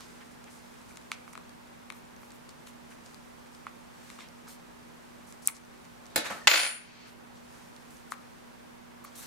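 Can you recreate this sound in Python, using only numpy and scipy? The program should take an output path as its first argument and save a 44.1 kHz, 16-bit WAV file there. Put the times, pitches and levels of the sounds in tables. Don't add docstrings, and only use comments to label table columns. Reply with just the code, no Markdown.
import sys
import numpy as np
from scipy import signal
from scipy.fft import rfft, irfft
from scipy.io import wavfile

SR = 44100
rng = np.random.default_rng(int(sys.argv[2]) if len(sys.argv) > 2 else 0)


def to_wav(sig):
    pcm = np.clip(np.atleast_2d(sig), -1, 1) * 32767
    pcm = np.round(pcm).astype(np.int16)
    wavfile.write(sys.argv[1], SR, pcm.T)


def volts_from_decibels(level):
    exponent = np.asarray(level, float) / 20
    return 10 ** exponent


N = 408366

# f/Hz, t60/s, sign of the first swing
BOOT_AIR = [(1197, 0.0066, -1.06), (2216, 0.0065, -0.82), (3420, 0.0031, 0.64)]
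# t/s, first air mode level/dB, second mode above it/dB, edge above it/dB
POPS = [(0.0074, -49.5, -17, 19.5), (0.972, -58.5, 8, 27), (1.117, -35.5, 7.5, 15), (1.278, -47.5, -4, 3),
        (1.333, -54, 1, 0), (1.3532, -42.5, -2, 8), (1.3764, -45.5, -6, 9), (1.902, -42.5, 6, 14.5),
        (1.923, -50, -3, 18), (2.2315, -51, -3, 2), (2.672, -51.5, -4, 18), (3.6673, -34.5, -7, -2.5),
        (4.1016, -51.5, 5, 20.5), (4.189, -44.5, -9, 2), (4.206, -55.5, 11, 12), (4.478, -51, -8, 3),
        (5.4834, -40.5, 6.5, 11), (5.499, -49, 7, 2.5), (8.1207, -31.5, -12.5, 6.5), (8.138, -53, -13, -3),
        (9.05, -51, 2.5, 5), (9.072, -65, 1, 0), (9.192, -55, -4, 6)]
# t/s, peak level/dB, f/Hz
TICKS = [(0.442, -38, 7240), (0.741, -45, 8920), (0.815, -43, 7800), (0.959, -39, 6740),
         (0.972, -34.5, 7100), (1.0144, -43, 4190), (1.117, -26.5, 7000), (1.494, -40, 4800),
         (1.9022, -42, 7050), (1.673, -46, 7260), (2.0527, -45, 7670), (2.164, -41, 6330),
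         (2.3062, -36.5, 4830), (2.3194, -38, 8250), (2.492, -33, 5000), (3.0617, -34.5, 4860),
         (3.145, -35, 5000), (3.5492, -38.5, 5260), (4.287, -38.5, 5810), (4.4947, -36, 5200),
         (5.325, -33, 7900), (5.4858, -23, 6000), (5.4889, -21.5, 9700), (5.4965, -30, 9700),
         (5.567, -34.5, 6100), (5.65, -43.5, 6110), (5.8454, -44, 4750), (5.852, -41, 7000),
         (6.0571, -40, 6100), (6.066, -42, 7500), (7.764, -37, 4100), (7.9075, -42, 7800),
         (7.9694, -41.5, 6550), (8.1115, -50, 9300), (8.116, -34, 8950), (9.157, -38, 7240)]
# t/s, peak level/dB, f/Hz, swell/s, t60/s
CREAKS = [(9.0405, -47, 1150, .006, 0.02), (9.046, -40.5, 1230, .003, 0.015),
          (9.044, -56, 4350, .004, 0.028), (9.056, -58, 4350, .002, 0.018), (9.077, -50, 1240, .002, .012),
          (5.488, -37, 2180, .002, .015), (5.4915, -39, 1030, 0.0013, 0.0086),
          (5.4985, -47, 2000, .002, 0.016), (.9055, -50, 1500, .002, .012), (.909, -49, 2340, .002, .012),
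          (8.1207, -34, 1850, .0004, .007), (8.128, -43, 1250, .001, .01), (1.1235, -44, 1300, .001, .01),
          (1.1245, -45, 2700, .001, .01), (4.215, -52, 2100, .004, .04)]
POP_EDGE_HZ, POP_EDGE_SPREAD = 4300, .05
POP_CRACK, TICK_CRACK = 0.67, 0.74
TICK_AIR_DB, TICK_SECOND_DB = -25.5, 1.5
THIRD_MODE_DB = -16
HARDNESS = 0.33
TAP_PAN_SPREAD_DB = 5.5

# t/s, peak level/dB
SNAP = (5.4741, -0.78)
# f/Hz, width/Hz, level/dB
SNAP_MODES = [(2160, 790, -35), (3780, 270, 4), (6430, 590, -30), (6450, 400, 4), (8560, 1700, 24),
              (9800, 450, 2), (10100, 890, 19), (14600, 450, 11.5)]

# f/Hz, level/dB per Hz
RUB_COLOUR = [(700, -15), (1500, 9), (3000, 0), (6000, 1.5), (9000, -0.5), (13000, -8.5), (16000, -14.5)]
# t/s, rub plus hiss level/dB
GRIP = [(0.0, -58.5), (0.34, -64), (0.7, -62), (1.58, -65), (3.07, -64), (3.9, -64), (4.12, -58),
        (4.28, -64.5), (6.12, -64), (6.14, -85), (6.8, -72), (7.2, -66), (7.4, -65.5), (7.56, -60),
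        (7.69, -63), (9.09, -66), (9.26, -53)]
HISS_IN_RUB_DB = -68
# t/s, length/s, level/dB, centre f/Hz
STROKES = [(0.204, 0.036, -55.5, 1700), (.468, 0.033, -57.5, 1800), (2.662, 0.045, -61, 2500),
           (2.909, 0.034, -57, 1700), (4.09, 0.037, -67, 3000), (4.469, 0.035, -58, 1250),
           (3.054, .03, -64, 4800), (0, 0.07, -58.5, 4020), (0.304, 0.066, -68, 7000),
           (0.499, 0.13, -62.5, 7000), (0.882, 0.065, -64, 7000), (1.119, 0.035, -54, 5500),
           (1.328, .014, -55, 7500), (1.12, .05, -55, 1900), (4.19, .06, -60, 5500),
           (5.478, .05, -52, 12500), (1.271, 0.073, -68, 8000), (1.942, 0.075, -65, 9000),
           (2.2, 0.12, -68.5, 9500), (2.336, .07, -67.5, 10000), (2.49, 0.03, -60.5, 5000),
           (2.664, 0.055, -60, 8000), (2.898, 0.072, -63.5, 7000), (3.037, 0.18, -66.5, 5940),
           (3.522, 0.074, -67, 6500), (4.184, 0.11, -56.5, 2640), (4.479, 0.09, -56.5, 8900),
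           (4.469, 0.1, -58.5, 4530), (5.264, 0.1, -62.5, 7400), (5.42, 0.053, -58.5, 7300),
           (5.455, 0.02, -47, 6600), (5.545, 0.047, -56, 6000), (7.068, 0.078, -66.5, 8300),
           (7.344, 0.075, -66.5, 5000), (7.898, 0.13, -64.5, 8000), (8.104, 0.044, -54.5, 8500),
           (9.041, 0.019, -53, 10500), (9.055, 0.06, -62, 5000), (9.154, 0.13, -51.5, 8900),
           (9.148, .2, -59, 3900)]
# t/s, length/s, level/dB, centre f/Hz
SCUFFS = [
    (6.244, 0.057, -39.5, 1530),
    (6.245, 0.057, -50.5, 8100),
    (6.297, 0.057, -38.5, 1320),
    (6.3, 0.13, -59.5, 8300),
    (6.342, 0.097, -49, 1190),
]
RATTLE_S, RATTLE_DB, RATTLE_HZ = 0.026, -20.5, 1850

# t/s, peak level/dB, thud level/dB
TOUCHES = [(6.1589, -19.5, -17), (6.1605, -17.5, -8.5), (6.1627, -19, 1.5), (6.1637, -30, -6),
           (6.178, -17, 1), (6.1802, -19.5, 3), (6.1828, -22, -9), (6.189, -23.5, -23), (6.191, -25.5, -9),
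           (6.1955, -23, -6), (6.2088, -26, -7), (6.2207, -29, -6), (6.239, -36, -6), (6.247, -31.5, -4),
           (6.2496, -31, -5.5), (6.2576, -31, -14), (6.2589, -32, -9), (6.261, -32, -12),
           (6.264, -28.5, -14), (6.2698, -33, -12.5), (6.2835, -33.5, -7), (6.2956, -35, -0.5),
           (6.3058, -18.5, 4.5), (6.3097, -31, 14), (6.3117, -23.5, 6), (6.315, -33.5, 1), (6.322, -35, 1),
           (6.3257, -32.5, 8), (6.329, -35, 10), (6.339, -35.5, 6), (6.3504, -34, 7), (6.3575, -35, 5),
           (6.3674, -40, 1), (6.384, -40, 0.5), (6.414, -43, -13.5)]
# t/s, peak level/dB
BOUNCES = [(6.472, 3), (6.4731, 4), (6.477, 9), (6.476, -13), (6.4781, -6), (6.4803, -11), (6.4896, -18),
           (6.493, -13.5), (6.4986, -11.5), (6.5016, -9), (6.512, -1), (6.514, -8), (6.515, 2.5),
           (6.5184, -11.5), (6.524, -8), (6.534, -6), (6.5384, 1.5), (6.539, -10.5), (6.5417, 1),
           (6.544, -15), (6.5571, -4), (6.5578, -13), (6.5594, -2.5), (6.563, -23), (6.573, -4),
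           (6.576, -8), (6.578, -18), (6.578, -6), (6.5848, -17), (6.593, -5), (6.596, -15), (6.5988, -4.5),
           (6.6006, -13), (6.607, -22), (6.614, -15), (6.616, -12), (6.6213, -17), (6.629, -11),
           (6.632, -13), (6.634, -12.5), (6.644, -21), (6.648, -11), (6.653, -21), (6.654, -17),
           (6.663, -13.5), (6.665, -14), (6.676, -20), (6.691, -24), (6.706, -28), (6.7123, -32)]
# t/s, pressure level/dB
DRAG = [
    (6.157, -72.5),
    (6.16, -38),
    (6.2, -46.5),
    (6.232, -59),
    (6.266, -49.5),
    (6.292, -58),
    (6.304, -52),
    (6.396, -67.5),
    (6.46, -68),
]
# t/s, vigour level/dB
BUZZ = [
    (6.47, -87),
    (6.477, -25),
    (6.49, -29),
    (6.506, -29.5),
    (6.516, -30.5),
    (6.654, -40),
    (6.72, -54),
    (6.8, -64),
    (6.9, -63.5),
]
# t/s, peak level/dB, f/Hz, t60/s
SQUEAKS = [
    (6.414, -45, 1830, 0.03),
    (6.443, -46, 1810, 0.054),
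]
# f/Hz, width/Hz, level/dB
TABLE_MODES = [(1240, 53, -7.5), (1550, 100, -2), (1760, 76, -6), (2070, 102, -2), (2340, 95, -2.5),
               (2660, 120, 5.5), (3130, 96, 2.5), (3460, 76, -6.5), (3800, 89, -8), (4500, 100, 1.5),
               (4170, 90, -6.5), (5090, 200, -17), (5580, 120, -30), (5950, 70, -34)]
# f/Hz, level/dB, t60/s
TABLE_KNOCKED = [(1350, -30, .03), (1810, -27, 0.044), (2180, -21, 0.063), (2500, -22, .03),
                 (2780, -27, 0.035), (5300, -40, 0.034), (6000, -30, .03)]
# f/Hz, level/dB, t60/s
DRAG_SINGS = [(3774, -15, 0.026), (3420, -17.5, 0.018), (1782, -21, 0.039), (5500, -25, .02)]
# f/Hz, level/dB, t60/s
STEEL_HELD = [(3800, -25, 0.1), (3907, -30.5, 0.14), (4090, -15, 0.023), (3580, -21, .03),
              (7260, -17.5, .025), (4750, -18.5, .025), (5000, -21, 0.046), (7540, -11.5, 0.02),
              (9900, -34, 0.047), (10320, -15, 0.024), (10570, -13, .02), (11300, -21, 0.027),
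              (12600, -20, .015), (14200, -18.5, 0.05), (14600, -17, .03), (14950, -17, 0.03)]
STEEL_HZ = [6708, 7176, 7313, 9631, 10310, 10430, 12740, 14232, 14500]
# start t/s, swell/s, peak level/dB, t60/s
STEEL_FREE = [(6.474, 0.0079, -30.5, 0.58), (6.474, 0.0046, -23, 0.29), (6.474, 0.054, -29, 0.59),
              (6.525, 0.052, -24.5, 0.84), (6.48, 0.013, -32, 0.68), (6.49, 0.01, -35, 0.54),
              (6.48, .01, -41, .15), (6.478, 0.01, -25.5, 0.37), (6.478, 0.02, -29.5, 0.49)]
TOUCH_BRIGHT_DB, TOUCH_DULLS_DB_S, TOUCH_DULLEST_DB = 3.5, 298, -7.5
BOUNCE_BRIGHT_DB, BOUNCE_DULLS_DB_S, BOUNCE_THUD_DB = -16, 252, -49
DRAG_BRIGHT_DB, DRAG_RUMBLE_DB = -1, -6
BUZZ_BRIGHT_DB, BUZZ_RUMBLE_DB = -10, -14
CHATTER_DB, CHATTER_T60_S = -25, 0.022
HIT_PAN_SPREAD_DB = 5
GRIP_S = 6.2
HEEL_S, HEEL_CUT_HZ = 6.29, 1700
THUMP_HZ, THUMP_T60_S, THUMP_DB = 318, 0.046, -28
DROP_BASS_CUT_HZ = 520
DULL_S, DULL_HZ = 6.482, 10000
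SHAKE, WOBBLE_RAD = 0.11, 0.27
SETTLED_S, SETTLE_S = 6.76, 0.041
TABLE_START = round(6.1 * SR)
TABLE_T = (np.arange(SR) + TABLE_START) / SR

# f/Hz, t60/s
ROOM_T60 = [(300, 0.25), (1500, 0.49), (5000, 0.32), (14000, 0.059)]
ROOM_DB, ROOM_GAP_S = -9.5, 0.0039
HAND_ROOM_DB = -6
HAND_LAG_S, TABLE_LAG_S = .000016, .000023

# f/Hz, level/dB per Hz
AIR_MID = [(12, -30), (20, -16.5), (81, -13), (188, -6), (217, -9), (242, -6.5), (287, -10.5), (339, -10.5),
           (723, -13), (930, -10.5), (2930, -22), (7830, -32.5), (13300, -34.5), (16200, -38)]
# f/Hz, level/dB per Hz
AIR_SIDE = [(12, -42.5), (20, -8), (117, 0), (229, 0), (279, 0), (723, -5.5), (904, -3), (1200, -9.5),
            (1870, -12.5), (2770, -17.5), (6250, -27.5), (8050, -26.5), (14500, -31), (16200, -42)]
AIR_MID_DB, AIR_SIDE_DB, AIR_PAN_DB = -56, -53, -1.5
# f/Hz, left level/dB, right level/dB
HUM = [(58, -72.5, -80), (123.5, -79.5, -76), (239.6, -61, -58)]
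DUCK_FROM_DB, DUCK_SHARE, RELEASE_DB_S = -31, 0.42, 30
TOP_HZ = 15800

OPPOSED = np.array([[1], [-1]])


def unit(x):
    return x / np.sqrt(np.mean(x ** 2) + 1e-30)


def band(x, low_hz, high_hz):
    sos = signal.butter(2, [low_hz, min(high_hz, .45 * SR)], "band", fs=SR, output="sos")
    return signal.sosfilt(sos, x)


def pan(db):
    return volts_from_decibels(db / 2 * OPPOSED)


def in_time(rows):
    t, level = np.transpose(rows)
    return np.interp(np.arange(N) / SR, t, level)


def at_hz(points, hz):
    table_hz, values = np.transpose(points)
    return np.interp(np.log(hz + 1e-9), np.log(table_hz), values)


def coloured(x, spectrum):
    hz = np.fft.rfftfreq(x.shape[-1], 1 / SR)
    return unit(irfft(rfft(x) * volts_from_decibels(at_hz(spectrum, hz)), x.shape[-1]))


def ring(clicks, hz, t60):
    r, w = volts_from_decibels(-60 / (t60 * SR)), 2 * np.pi * hz / SR
    return signal.lfilter([0, np.sin(w)], [1, -2 * r * np.cos(w), r * r], clicks + 1e-18)


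def ring_all(clicks, modes):
    return sum(volts_from_decibels(db) * ring(clicks, hz, t60) for hz, db, t60 in modes)


def burst(hz, t60, rise_s, size=2048):
    t = np.arange(size) / SR
    swell = (1 - np.exp(-t / rise_s)) ** 2
    wave = swell * volts_from_decibels(-60 * t / t60) * np.sin(2 * np.pi * hz * t)
    return wave / np.abs(wave).max()


def add(out, s, wave):
    i = round(s * SR)
    out[..., i:i + wave.shape[-1]] += wave


def grains(per_s, spread_db):
    sizes = volts_from_decibels(spread_db * np.minimum(rng.exponential(1, N), 4)) * rng.choice([-1, 1], N)
    return unit(sizes * (rng.random(N) < per_s / SR))


def edge_crack(hz, crack_share, luck):
    contact = 0.15 * luck * volts_from_decibels(-60 * np.arange(256) / SR / 0.008)
    contact[0] -= 1.5
    crack = band(contact, 3500, 9800)
    wave = -0.25 * burst(hz, 0.0061, rise_s=.0001)
    wave[:256] += crack_share * crack / np.abs(crack).max()
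    return wave


def taps():
    out = np.zeros((2, N))
    touches = [(s, db + edge_db, db, db + second_db, None) for s, db, second_db, edge_db in POPS]
    for s, db, hz in TICKS:
        air_db = db + TICK_AIR_DB
        touches.append((s, db, air_db, air_db + TICK_SECOND_DB, hz))
    lucks = rng.standard_normal((len(touches), 264))
    for (s, edge_db, low_db, high_db, hz), luck in zip(touches, lucks):
        crack_share = TICK_CRACK if hz else POP_CRACK
        hz = hz or POP_EDGE_HZ * np.exp(POP_EDGE_SPREAD * np.clip(luck[5], -1, 2))
        wave = volts_from_decibels(edge_db + 1.0) * edge_crack(hz, crack_share, luck[8:])
        third_db = high_db + min(high_db - low_db, 6) + THIRD_MODE_DB
        swell_cycles = volts_from_decibels(-HARDNESS * min(edge_db - low_db, 16))
        for (air_hz, t60, sign), db, shift in zip(BOOT_AIR, (low_db, high_db, third_db), luck[1:]):
            held_hz = air_hz * (1 + .03 * shift)
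            wave += sign * volts_from_decibels(db + 7.5) * burst(held_hz, t60, rise_s=swell_cycles / air_hz)
        add(out, s, wave * pan(TAP_PAN_SPREAD_DB * luck[0]))
    for s, db, hz, swell_s, t60 in CREAKS:
        add(out, s, volts_from_decibels(db) * burst(hz, t60, swell_s))
    return band(out, 510, 18000)


def snap():
    out = np.zeros((2, N))
    s, peak_db = SNAP
    wave = sum(volts_from_decibels(db) * burst(hz, 3.6 / width, rise_s=.00005) for hz, width, db in SNAP_MODES)
    wave = band(wave, 5200, 19000) + volts_from_decibels(-13) * band(wave, 1800, 4300)
    add(out, s, volts_from_decibels(peak_db) * wave / np.abs(wave).max() * pan(1))
    return out


def rubbing():
    level = np.sqrt(np.maximum(volts_from_decibels(in_time(GRIP)) ** 2 - volts_from_decibels(HISS_IN_RUB_DB) ** 2, 0))
    near = coloured(grains(9000, 2.4), RUB_COLOUR)
    spread = coloured(rng.standard_normal(N), RUB_COLOUR)
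    return volts_from_decibels(1.5) * level * (near + 0.77 * spread * OPPOSED)


def strokes():
    out = np.zeros((2, N + SR))
    dry = grains(6400, 3.2) + 0.58 * rng.standard_normal(N) * OPPOSED
    rattles = [(s, RATTLE_S, db + RATTLE_DB, RATTLE_HZ) for s, db, *_ in POPS]
    for s, length, level_db, hz in STROKES + SCUFFS + rattles:
        share = np.linspace(0, 1, round(length * SR))
        first = round(.9 * s * SR)
        piece = band(dry[:, first:][:, :len(share)], hz / 1.5, hz * 1.5)
        swell = np.sin(np.pi * share ** 0.48) ** 0.74
        add(out, s, volts_from_decibels(level_db + 3.0) * unit(piece) * swell)
    return out[:, :N]


def prong_clatter():
    level_db = in_time(DRAG + BUZZ)[TABLE_START:TABLE_START + SR]
    here, there = grains(9000, 2.5)[:SR], grains(9000, 2.5)[:SR]
    blows = np.zeros(SR)
    for s, db in BOUNCES:
        add(blows, s - TABLE_START / SR, volts_from_decibels(np.array([db + CHATTER_DB])))
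    chatter = signal.lfilter([1], [1, -volts_from_decibels(-60 / (CHATTER_T60_S * SR))], blows)
    return (volts_from_decibels(level_db) + chatter) * (here + .65 * there * OPPOSED)


def table_hits():
    hits = []
    for s, db, thud_db in TOUCHES:
        bright_db = TOUCH_BRIGHT_DB - TOUCH_DULLS_DB_S * (s - TOUCHES[0][0])
        hits.append((s, db, max(bright_db, TOUCH_DULLEST_DB), thud_db))
    for s, db in BOUNCES:
        bright_db = BOUNCE_BRIGHT_DB - BOUNCE_DULLS_DB_S * (s - BOUNCES[0][0])
        hits.append((s, db, bright_db, BOUNCE_THUD_DB))
    knocks, bright, thud = np.zeros((3, 2, SR))
    for (s, db, bright_db, thud_db), luck in zip(hits, rng.standard_normal((len(hits), 300))):
        roughness = 0.14 if s > HEEL_S else 0.27
        contact = roughness * luck * volts_from_decibels(db - 60 * np.arange(300) / SR / 0.0036)
        contact[0] -= 1.0 * volts_from_decibels(db)
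        contact = contact * pan(HIT_PAN_SPREAD_DB * luck[-1])
        soft = HEEL_S < s < BOUNCES[0][0]
        at = s - TABLE_START / SR
        add(knocks, at, band(contact, 100, HEEL_CUT_HZ) if soft else contact)
        add(bright, at, contact * volts_from_decibels(bright_db))
        add(thud, at, contact * volts_from_decibels(thud_db))
    return knocks, bright, thud


def table_wood(knocks, bright, thud, buzz):
    dropped = TABLE_T > BUZZ[0][0]
    bright_db = np.where(dropped, BUZZ_BRIGHT_DB, DRAG_BRIGHT_DB)
    rumble_db = np.where(dropped, BUZZ_RUMBLE_DB, DRAG_RUMBLE_DB)
    drive = volts_from_decibels(4.5) * knocks + volts_from_decibels(8.5) * buzz
    modes = sum(volts_from_decibels(db - 26.5) * ring(drive, hz, 0.75 / max(width, 60)) for hz, width, db in TABLE_MODES)
    wood = band(band(drive, 1170, 6700) + modes, 640, 6200)
    wood = band(wood, 273, 7500)
    wood += ring_all((buzz + 0.33 * bright) * (TABLE_T < HEEL_S), DRAG_SINGS)
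    wood += band(volts_from_decibels(5.5) * bright, 8100, 16000)
    wood += band(band(volts_from_decibels(10.5) * buzz * volts_from_decibels(bright_db), 5700, 11800), 3900, 9500)
    low = volts_from_decibels(2) * thud + volts_from_decibels(14.0) * buzz * volts_from_decibels(rumble_db)
    panel = 0.41 * ring(low, 324, 0.039) + 0.62 * ring(low, 585, 0.019) + 0.5 * ring(low, 696, 0.03)
    panel += 0.5 * ring(low, 825, 0.023) + 0.51 * ring(low, 1080, 0.014) + 0.42 * ring(low, 1300, 0.04)
    wood += volts_from_decibels(-18.5) * band(panel, 260, 1900)
    heel = thud * ~dropped
    thump = ring(heel, THUMP_HZ, THUMP_T60_S) + 0.98 * ring(heel, 208, 0.081)
    wood += volts_from_decibels(THUMP_DB) * band(thump, 61.3, 380)
    wood = np.where(dropped, band(wood, DROP_BASS_CUT_HZ, 19000), wood)
    dull = band(band(wood, 100, DULL_HZ), 100, DULL_HZ)
    wood = np.where(TABLE_T > DULL_S, dull, wood)
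    for s, db, hz, t60 in SQUEAKS:
        add(wood, s - TABLE_START / SR, volts_from_decibels(db) * burst(hz, t60, rise_s=0.0036, size=4096))
    return wood


def steel_ringing(held):
    steel = band(ring_all(held, STEEL_HELD), 2600, 17000)
    size = SR // 2
    for hz, (s, swell_s, db, t60) in zip(STEEL_HZ, STEEL_FREE):
        shake, slip = (unit(band(noise, 8.2, 70)) for noise in rng.standard_normal((2, size)))
        wobble_rad = WOBBLE_RAD * (hz != STEEL_HZ[3])
        tone = signal.hilbert(burst(hz, t60, swell_s, size=size))
        shaken = tone * (1 + SHAKE * shake) * np.exp(1j * wobble_rad * slip)
        add(steel, s - TABLE_START / SR, volts_from_decibels(db) * shaken.real)
    return steel / (1 + np.exp(np.clip((TABLE_T - SETTLED_S) / SETTLE_S, -50, 50)))


def tweezers():
    buzz = prong_clatter()
    knocks, bright, thud = table_hits()
    held = bright * (TABLE_T < GRIP_S)
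    wood = table_wood(knocks, bright, thud, buzz)
    wood += band(ring_all(held, TABLE_KNOCKED), 1000, 8000)
    out = np.zeros((2, N))
    add(out, TABLE_START / SR, wood * pan(0.8) + steel_ringing(held) * pan(1.6))
    return out


def ports(x, lag_s, widen_db):
    turn = np.exp(1j * np.pi * np.fft.rfftfreq(N, 1 / SR) * lag_s * OPPOSED)
    left, right = irfft(rfft(x) * turn, N)
    return (left + right) / 2 + volts_from_decibels(widen_db) * (left - right) / 2 * OPPOSED


def room(x):
    t, tail = np.arange(SR // 2) / SR, 0
    for low in 180 * 2 ** np.arange(7.):
        octave = band(rng.standard_normal((2, len(t))), low, 2 * low)
        tail = tail + octave * volts_from_decibels(-60 * t / at_hz(ROOM_T60, low * np.sqrt(2)))
    tail = tail * (t > ROOM_GAP_S)
    return signal.fftconvolve(x, tail / np.sqrt(np.sum(tail ** 2) / 2), axes=1)[:, :N]


def background():
    mid = volts_from_decibels(AIR_MID_DB) * coloured(rng.standard_normal(N), AIR_MID)
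    side = volts_from_decibels(AIR_SIDE_DB) * coloured(rng.standard_normal(N), AIR_SIDE)
    out = (mid + side * OPPOSED) * pan(AIR_PAN_DB)
    t = np.arange(N) / SR
    for hz, left_db, right_db in HUM:
        out += np.sqrt(2) * volts_from_decibels(np.array([[left_db], [right_db]])) * np.sin(2 * np.pi * hz * t)
    return out


def scene():
    hands = ports(taps() + snap(), HAND_LAG_S, widen_db=3.5)
    table = ports(tweezers(), TABLE_LAG_S, widen_db=1.0)
    echo = volts_from_decibels(ROOM_DB) * room(volts_from_decibels(HAND_ROOM_DB) * hands + table)
    return hands + table + echo + rubbing() + strokes() + background()


def band_limit(x):
    return signal.sosfilt(signal.butter(12, 15600, fs=SR, output="sos"), x)


def record(dry):
    t = np.arange(N) / SR
    power = signal.lfilter([.001], [1, -.999], np.mean(dry ** 2, axis=0))
    level_db = 10 * np.log10(power + 1e-12)
    held_db = np.maximum.accumulate(level_db + RELEASE_DB_S * t) - RELEASE_DB_S * t
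    excess_db = np.maximum(held_db - DUCK_FROM_DB, 0)
    duck_db = signal.lfilter([.005], [1, -.995], DUCK_SHARE * excess_db)
    cut = signal.sosfilt(signal.ellip(8, .1, 60, TOP_HZ, fs=SR, output="sos"), dry)
    return band_limit(np.clip(cut * volts_from_decibels(-duck_db), -1, 1))


dry = scene()
out = record(dry)
to_wav(out)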